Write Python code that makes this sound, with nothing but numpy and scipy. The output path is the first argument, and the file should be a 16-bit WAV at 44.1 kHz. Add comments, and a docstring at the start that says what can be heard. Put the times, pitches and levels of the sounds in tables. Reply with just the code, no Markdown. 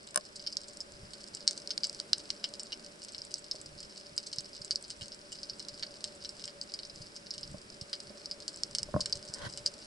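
"""Just under the sea's surface above a rocky shore floats a camera in a waterproof housing.
Snapping shrimp crackle near and far: each snap is a click and its random echoes, coloured by the housing.
The farthest blend into a sizzle of noise. Noise shaped in pitch and level makes the moving water:
a wash with a faint housing hum, sloshing wavelets, and one swish. Ticks and bumps ring the housing
as dying sine waves. A faint wide hiss lies underneath."""
import sys
import numpy as np
from scipy import signal
from scipy.fft import rfft, irfft
from scipy.io import wavfile

SR = 44100
rng = np.random.default_rng(int(sys.argv[2]) if len(sys.argv) > 2 else 0)


def output_pcm(signal):
    """Save a mono or channel-first signal as 16-bit PCM at the path in sys.argv[1].

    Samples are clipped to [-1, 1] before scaling.
    """
    pcm = np.clip(np.atleast_2d(signal).T, -1, 1) * 32767
    wavfile.write(sys.argv[1], SR, np.round(pcm).astype(np.int16))


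N = 434826   # length in samples
ALL_HZ, TIME = np.arange(N // 2 + 1) * SR / N, np.arange(N) / SR
# a single snap or knock lasts this many samples
SIZE = 4096
SHORT_HZ, SHORT_TIME = np.arange(SIZE // 2 + 1) * SR / SIZE, np.arange(SIZE) / SR
# multiplying by this puts a sound in the two channels with opposite signs
OPPOSITE = np.array([[1], [-1]])


def from_db(db):
    """Turn decibels into a plain multiplier."""
    return 10 ** (np.asarray(db) / 20)


def rms_one(x):
    """Scale a sound to an average strength (rms) of 1."""
    return x / np.sqrt(np.mean(x ** 2) + 1e-20)


def level_curve(points):
    """Join (t/s, level/dB) points by straight lines, read at every sample."""
    s, db = np.transpose(points)
    return np.interp(TIME, s, db)


def at_hz(points, hz):
    """Read a (f/Hz, level/dB) spectrum, joining its points along a log-frequency axis."""
    f, db = np.transpose(points)
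    return np.interp(np.log(hz + 1), np.log(f), db)


def noise(spectrum):
    """Steady noise of a given colour, rms 1: white noise with each frequency turned up or down."""
    white = rfft(rng.standard_normal(N))
    return rms_one(irfft(white * from_db(at_hz(spectrum, ALL_HZ)), N))


def wobble(length, step):
    """Smooth random ups and downs, about `step` points apart; spread near 1."""
    points = rng.standard_normal(length)
    return np.interp(np.arange(length) / step, np.arange(length), points) / np.sqrt(2 / 3)


def causal(db):
    """Minimum-phase response with these levels: nothing sounds before the blow."""
    cepstrum = irfft(np.log(from_db(db)))
    # fold the half that lies before time zero onto the half after it
    cepstrum[1:SIZE // 2] *= 2
    cepstrum[SIZE // 2 + 1:] = 0
    return np.exp(rfft(cepstrum))


def scatter(delay, t60, lumpy):
    """A spray of reflections of energy 1, dying by 60 dB in t60 seconds; when lumpy, a few stand out."""
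    age = SHORT_TIME - delay
    unevenness = np.exp(lumpy * rng.standard_normal(SIZE))
    decay = (age > 0) * from_db(-60 * abs(age) / t60)
    paths = rng.standard_normal(SIZE) * unevenness * decay
    return paths / np.sqrt(np.sum(paths ** 2) + 1e-20)


def add(out, s, sound):
    """Mix a short stereo sound in at time s."""
    i = max(0, int(s * SR))
    out[:, i:i + SIZE] += sound[:, :max(0, N - i)]


def hiss():
    """Faint steady noise, opposite in the two channels so that it sounds wide."""
    # colour of the hiss: (f/Hz, relative level/dB)
    hiss_colour = [(30, -24), (150, -7.5), (500, -0.5), (1500, -4), (2500, -8), (4400, -11.5),
                   (6000, -13.5), (8000, -18.5), (11000, -19.5)]
    return from_db(-57.5) * noise(hiss_colour) * OPPOSITE


def sizzle():
    """The farthest shrimp: snaps too many to tell apart blend into a noise of slowly changing level."""
    # changing level, before a shared 8.5 dB cut: (t/s, level/dB)
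    reef_level = [(0.0, -53), (1.95, -49), (3.16, -51), (9.67, -49.5), (9.86, -49.5)]
    # colour of the sizzle: (f/Hz, relative level/dB)
    sizzle_colour = [(1000, -16.5), (2200, -9), (3500, -11), (4400, -7.5), (5000, -0.5), (5400, -2.5),
                     (5900, -10.5), (6900, -14), (7700, -9), (9000, -12.5), (11000, -16)]
    return from_db(level_curve(reef_level) - 8.5) * noise(sizzle_colour)


def wash():
    """Moving water: even noise, plus the hum of the housing's main mode as noise in a narrow band."""
    # level shared by water noise and hum: (t/s, level/dB)
    wash_level = [(0.0, -61.5), (1.64, -57), (2.75, -57.5), (3.15, -60), (5.2, -60), (5.63, -57.5),
                  (7.22, -59.5), (9.36, -56.5), (9.86, -57.5)]
    # colour of the water noise: (f/Hz, relative level/dB)
    wash_colour = [(120, -13), (215, 3.5), (265, -7.5), (305, 2), (340, -4), (375, 2), (480, -5.5),
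                   (640, -14), (820, -14), (1200, -15), (1550, -12), (2000, -24), (3000, -33), (6000, -56)]
    hum_hz, hum_width_hz, hum_db = 581, 23, -2.5
    band = [hum_hz - hum_width_hz / 2, hum_hz + hum_width_hz / 2]
    mode = signal.butter(1, band, "band", fs=SR)
    ringing = rms_one(signal.lfilter(*mode, rng.standard_normal(N)))
    hum = from_db(hum_db + 0.94 * wobble(N, step=5300)) * ringing
    return from_db(level_curve(wash_level)) * (from_db(-0.51) * noise(wash_colour) + hum)


def slosh():
    """Wavelets slosh against the housing: lumpy low noise that swells and ebbs with each one."""
    # wavelets: (crest t/s, level/dB, time to swell or ebb by a factor e/s)
    wavelets = [(1.01, -58.5, .08), (3.73, -62, .08), (4.12, -58.5, 0.029), (4.6, -66, .15),
                (5.0, -65, 0.17), (5.6, -67, 0.18), (6.3, -71, 0.47), (7.02, -55, 0.046),
                (7.5, -59.5, 0.13), (8.09, -62.5, .04), (8.94, -54, 0.16), (9.16, -62, 0.079),
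                (9.46, -52.5, 0.041), (9.61, -57, 0.041)]
    # colour of the slosh: (f/Hz, relative level/dB)
    slosh_colour = [(20, -2), (50, -0.5), (90, -2.5), (145, 1.5), (200, -6), (320, -48), (700, -34)]
    calm_db, lumps_db = -72.5, 2.8   # level between wavelets (before a shared 4 dB boost), unevenness
    swells = [from_db(db) * np.exp(-abs(TIME - s) / length) for s, db, length in wavelets]
    level = np.sqrt(from_db(calm_db) ** 2 + np.sum(np.square(swells), axis=0))
    lumps = from_db(4.0 + lumps_db * wobble(N, step=1200))
    centre = noise(slosh_colour)
    sides = from_db(-19.5) * OPPOSITE * noise(slosh_colour)
    return level * lumps * (centre + sides)


def swish():
    """Water rushes along the housing, roughened by eddies: it builds, holds briefly and breaks off."""
    # colour of the swish: (f/Hz, relative level/dB)
    rush_colour = [(60, -2), (350, -9), (590, -3), (800, -11), (1040, 0.5), (1300, -14), (1540, 3),
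                   (1650, -8), (1900, -5), (2500, -27), (3200, -7), (3500, -17), (4000, -11), (9000, -28)]
    end_s, hold_s, crest_db = 9.469, 0.014, -43.5
    rise_db_per_s, fall_db_per_s, eddies_db = 144, 750, 1.5
    age = TIME - end_s
    rise_db = rise_db_per_s * np.minimum(age + hold_s, 0)
    fall_db = -fall_db_per_s * age
    shape_db = np.minimum(rise_db, fall_db)
    level = from_db(crest_db + shape_db + eddies_db * wobble(N, step=150))
    centre = noise(rush_colour)
    sides = from_db(-1.5) * OPPOSITE * noise(rush_colour)
    return level * (centre + sides)


def knocks():
    """Contacts ring the housing: hard ticks reach its high modes, soft bumps only the low ones."""
    # contacts on the housing: (t/s, peak level/dB, lowest f/Hz of the push, highest f/Hz of the push)
    contacts = [(0.1448, -28, 1200, 7000), (0.1595, -8.5, 860, 10600), (0.175, -12, 460, 7500),
                (3.545, -42.5, 480, 640), (4.38, -42, 90, 190), (4.605, -45, 90, 190),
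                (5.018, -42, 90, 190), (7.517, -41, 80, 413), (7.544, -33, 100, 756), (7.816, -38, 60, 184),
                (8.104, -41.5, 300, 596), (8.888, -39.5, 400, 710), (8.9412, -20.5, 200, 1160),
                (8.948, -21, 90, 250), (8.9632, -16, 169, 930), (8.996, -30, 199, 1070),
                (9.153, -40.5, 50, 160), (9.294, -43.5, 60, 200), (9.466, -39, 50, 200)]
    # the housing's modes: (f/Hz, relative level/dB, time to die by 60 dB/s)
    modes = [(91, -11, 0.082), (144, 1, 0.049), (195, 0.5, 0.081), (289, 1, 0.025), (602, -4.5, 0.11),
             (619, -3, 0.063), (724, -4, 0.029), (1082, -1.5, 0.053), (1190, -6, 0.04), (1430, -2, 0.018),
             (1560, 2.5, 0.017), (1740, -2, 0.024), (2340, -5.5, 0.014), (2970, -6, 0.02),
             (5240, 9.5, 0.014), (5600, -16, 0.013), (6240, 8.5, 0.011), (7800, 4, 0.0091),
             (8750, 17.5, 0.0071), (9360, 19, 0.0066), (9950, 17, 0.0073)]
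    out = np.zeros((2, N))
    hz, db, t60 = np.transpose(modes)[:, :, None]
    rings = from_db(db - 60 * SHORT_TIME / t60) * np.exp(2j * np.pi * hz * SHORT_TIME)
    # the higher a mode, the further its phase differs between the two microphones
    radians = np.interp(hz[:, 0], [150, 1000, 9000], [.3, .55, .75])
    for s, peak_db, low_hz, high_hz in contacts:
        phases = OPPOSITE * radians * rng.choice([-1, 1], len(hz))
        strengths = from_db(rng.normal(0, 1, len(hz))) * np.exp(1j * phases)
        crack = from_db(11) * scatter(delay=0, t60=0.014, lumpy=0.46)
        # a soft push loses its treble, a brief push its bass
        soft = signal.butter(4, high_hz, "low", fs=SR, output="sos")
        brief = signal.butter(2, low_hz, "high", fs=SR, output="sos")
        sound = signal.sosfilt(np.vstack([soft, brief]), (strengths @ rings).imag + crack)
        add(out, s, from_db(peak_db) * sound / np.abs(sound.mean(axis=0)).max())
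    return out


def snap(body_db, treble_db, echo_db):
    """One bubble collapse with its echoes, heard through the housing; stereo, peak near 1."""
    # a snap heard through the housing wall: (f/Hz, level/dB)
    wall_colour = [(200, -42), (1100, -35.5), (1550, -21), (2000, -28.5), (2250, -20), (2550, -31),
                   (2950, -13), (3400, -19.5), (4200, -2.5), (4900, 6), (5450, 3), (5800, -9.5), (6300, -7),
                   (6850, -15.5), (7200, -12), (7800, -9.5), (8700, -13.5), (9100, -20), (11000, -33)]
    first_ring_s, peak_over_rms = 0.0018, 2.404
    # how much of each frequency counts as body, and as treble
    body = np.interp(SHORT_HZ, [3300, 4700], [1, 0])
    treble = np.interp(SHORT_HZ, [5300, 7200], [0, 1])
    # each direction of arrival favours other parts of the wall's response
    angle_db = 2.42 * wobble(len(SHORT_HZ), step=45.73)
    wall_db = at_hz(wall_colour, SHORT_HZ) + body_db * body + treble_db * treble + angle_db
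    wall = causal(wall_db)
    direct = scatter(delay=0, t60=0.012, lumpy=0.49) * 0.45
    direct[0] += 1   # the collapse itself, ahead of a brief spray from the rock beside it
    # rocks and the rippled surface return the snap late and duller
    gap = rng.uniform(0.0011, 0.0054)
    early = scatter(delay=gap, t60=0.045, lumpy=0.48)
    late = from_db(-12) * scatter(delay=0.012, t60=0.092, lumpy=0.88)
    echoes = from_db(echo_db + 3.1) * rfft(early + late) * from_db(-4 * treble)
    mid = wall * (rfft(direct) + echoes)
    # the air in the housing rings on differently at the two microphones
    air = rfft(scatter(delay=.0002, t60=0.0087, lumpy=0.22))
    side = mid * air * from_db(-12 + 10.7 * body + 5.9 * treble)
    pair = irfft(mid + OPPOSITE * side)
    first_ring = pair.mean(axis=0)[SHORT_TIME < first_ring_s]
    return pair / (peak_over_rms * np.std(first_ring))


def colony(per_s, loudest_db, range_db, count=120):
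    """Weaker snaps at random times, from `count` voices in turn; the farther off, the more there are."""
    out = np.zeros((2, N))
    characters = rng.standard_normal((count, 3))
    voices = [snap(2 + 3 * a, 4 + 5.9 * b, -7 + 5 * c) for a, b, c in characters]
    for k, (when, far) in enumerate(rng.random((int(per_s * N / SR), 2))):
        level_db = loudest_db - range_db * np.sqrt(far)
        add(out, when * N / SR, from_db(level_db) * voices[k % count])
    return out


def near_shrimp():
    """The nearest shrimp: single bubble collapses that stand out, each with its own tone and echoes."""
    # snaps, before shared boosts of 1.4 dB to the level and 3.1 dB to the echoes:
    # (t/s, level/dB, extra body/dB, extra treble/dB, echoes against the direct snap/dB)
    near_snaps = [(0.3956, -34.5, 2, -5, -3), (0.4651, -26.5, 5, -18, -2), (0.472, -23, 0, -6, -11),
                  (0.4748, -20.5, 1, -12, -11), (0.526, -30, -8, 4, -3), (0.5695, -17.5, -6, 1.5, -12),
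                  (0.8046, -25.5, -6, 3, -3.5), (1.1348, -32.5, 9, 11, -3.5), (1.3493, -25.5, -8, 14, -8),
                  (1.4774, -8, 2, -0.5, -7.5), (1.5099, -25, 1, 8, -7), (1.577, -28, 0, 4, -7),
                  (1.6744, -25, -5, 2, -16), (1.7058, -21.5, 3.5, -6, -1), (1.778, -19, 0, -3, -27),
                  (1.8344, -17, 3, -7, -3), (1.8429, -19, 1.5, 2, -2.5), (1.87, -29, 0, 12, -24),
                  (1.8964, -25, -8, 8, -26), (1.9474, -32, -6, 6, -12), (2.0004, -21, 5, 3.5, -14),
                  (2.132, -8, 3, -3.5, -14), (2.1821, -30, -3, 14, -23), (2.3038, -17.5, 4.5, -0.5, -11),
                  (2.4418, -18.5, 13.5, -3, -4), (2.5385, -29, 3, 3, -8), (2.5962, -27, 4, 6, -2.5),
                  (2.633, -30.5, 1, 21, -16), (2.7214, -28.5, 11.5, -5, 0.5), (3.0485, -33.5, 0, 13, -20),
                  (3.1473, -29.5, 6, -11, -4.5), (3.1814, -29.5, -16, -5, -4),
                  (3.2184, -26.5, -13, -4, -16), (3.341, -19, -14, 3, -16), (3.5127, -19.5, -7, -3, -7),
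                  (3.8034, -36.5, 8, 12, -3), (4.1789, -16, 1, 4.5, -10.5), (4.2674, -32, -1, 9, 3),
                  (4.3289, -29.5, 3.5, 2, 2.5), (4.385, -19.5, -4, -6, -8), (4.407, -32.5, 10, 16, -9),
                  (4.6474, -30, -3, 13, -5), (4.709, -15, 0.5, -2, -5), (4.758, -16, -6, -2, -13),
                  (4.8258, -34, -5, 22, -19), (4.9036, -27, 2, 6.5, -4), (5.011, -35, 19, 9, 0.5),
                  (5.1197, -32, -2, -20, -16), (5.3204, -33.5, 7, 11, 3), (5.4319, -27, -2, 0, -2),
                  (5.4976, -24.5, -5, -12, -6), (5.5958, -29.5, 1.5, 3.5, -1), (5.6853, -28, 1, 3, -17),
                  (5.8264, -26.5, 9.5, -8, 2), (6.0418, -20.5, 7, 5.5, -7), (6.2484, -28, 6, -8, -2),
                  (6.292, -28.5, -18, 2, -25), (6.44, -29, 4.5, 2, -0.5), (6.4552, -29.5, -10, 11, -15),
                  (6.4781, -31, 15, 3, -4), (6.6138, -23.5, -8, -2, -8.5), (6.739, -24.5, 2.5, 1, -2.5),
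                  (6.7906, -28.5, 5, -8, -6), (6.833, -32.5, 7.5, -2, -6), (7.164, -31.5, 3, 3, -1.5),
                  (7.3072, -25.5, -14, -7, -6), (7.3805, -29.5, 2, 0, -5), (7.4314, -28, 3, -6, -0.5),
                  (7.812, -30.5, 0, 5, 3.5), (7.9308, -22.5, 12, 2, -2), (8.003, -30.5, 3, 9, -7.5),
                  (8.258, -26, -4, -1, -10), (8.3124, -22.5, 1, -1.5, -3.5), (8.48, -22, 5.5, 5.5, -5),
                  (8.5608, -33.5, 4, 21, -16), (8.6345, -16, 1.5, 4, -19), (8.75, -17.5, 6, 9, -6),
                  (8.785, -18, 1, 5, -8), (8.831, -20, 2, 9.5, -17), (9.0064, -21.5, -5, -0.5, 1.5),
                  (9.012, -19, 1.5, -19, -25), (9.0588, -20.5, 6, 2, -6), (9.1256, -17.5, -2, 2, -10),
                  (9.1293, -18, -1, -15, -15), (9.1546, -31, 1, 11, -1), (9.3389, -24, -6, 11, -3),
                  (9.5374, -32.5, 4, -2, -13), (9.5746, -27.5, 12.5, 15.5, -3), (9.6615, -12.5, -1, 3, -22),
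                  (9.6661, -18, 2, 1, -3.5)]
    out = np.zeros((2, N))
    for s, level_db, body_db, treble_db, echo_db in near_snaps:
        add(out, s, from_db(level_db + 1.4) * snap(body_db, treble_db, echo_db))
    return out


def scene():
    """Add up the hiss, the water, the housing and the shrimp from far to near."""
    # the shrimp in between: (snaps per second/Hz, loudest level/dB, drop to the faintest/dB)
    crowds = [(5, -32.5, 3.5), (126.3, -32, 23.5)]
    water = wash() + slosh() + swish()
    shrimp = sizzle() + sum(colony(*row) for row in crowds) + near_shrimp()
    # the second channel is slightly louder than the first
    return (hiss() + water + knocks() + shrimp) * from_db(-.15 * OPPOSITE)


def record(dry):
    """Cut the top steeply above 11100 Hz with an elliptic low-pass filter."""
    steep = signal.ellip(10, .2, 65, 11100, fs=SR, output="sos")   # ripple .2 dB, cut 65 dB
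    return signal.sosfilt(steep, dry)


dry = scene()
out = record(dry)
output_pcm(out)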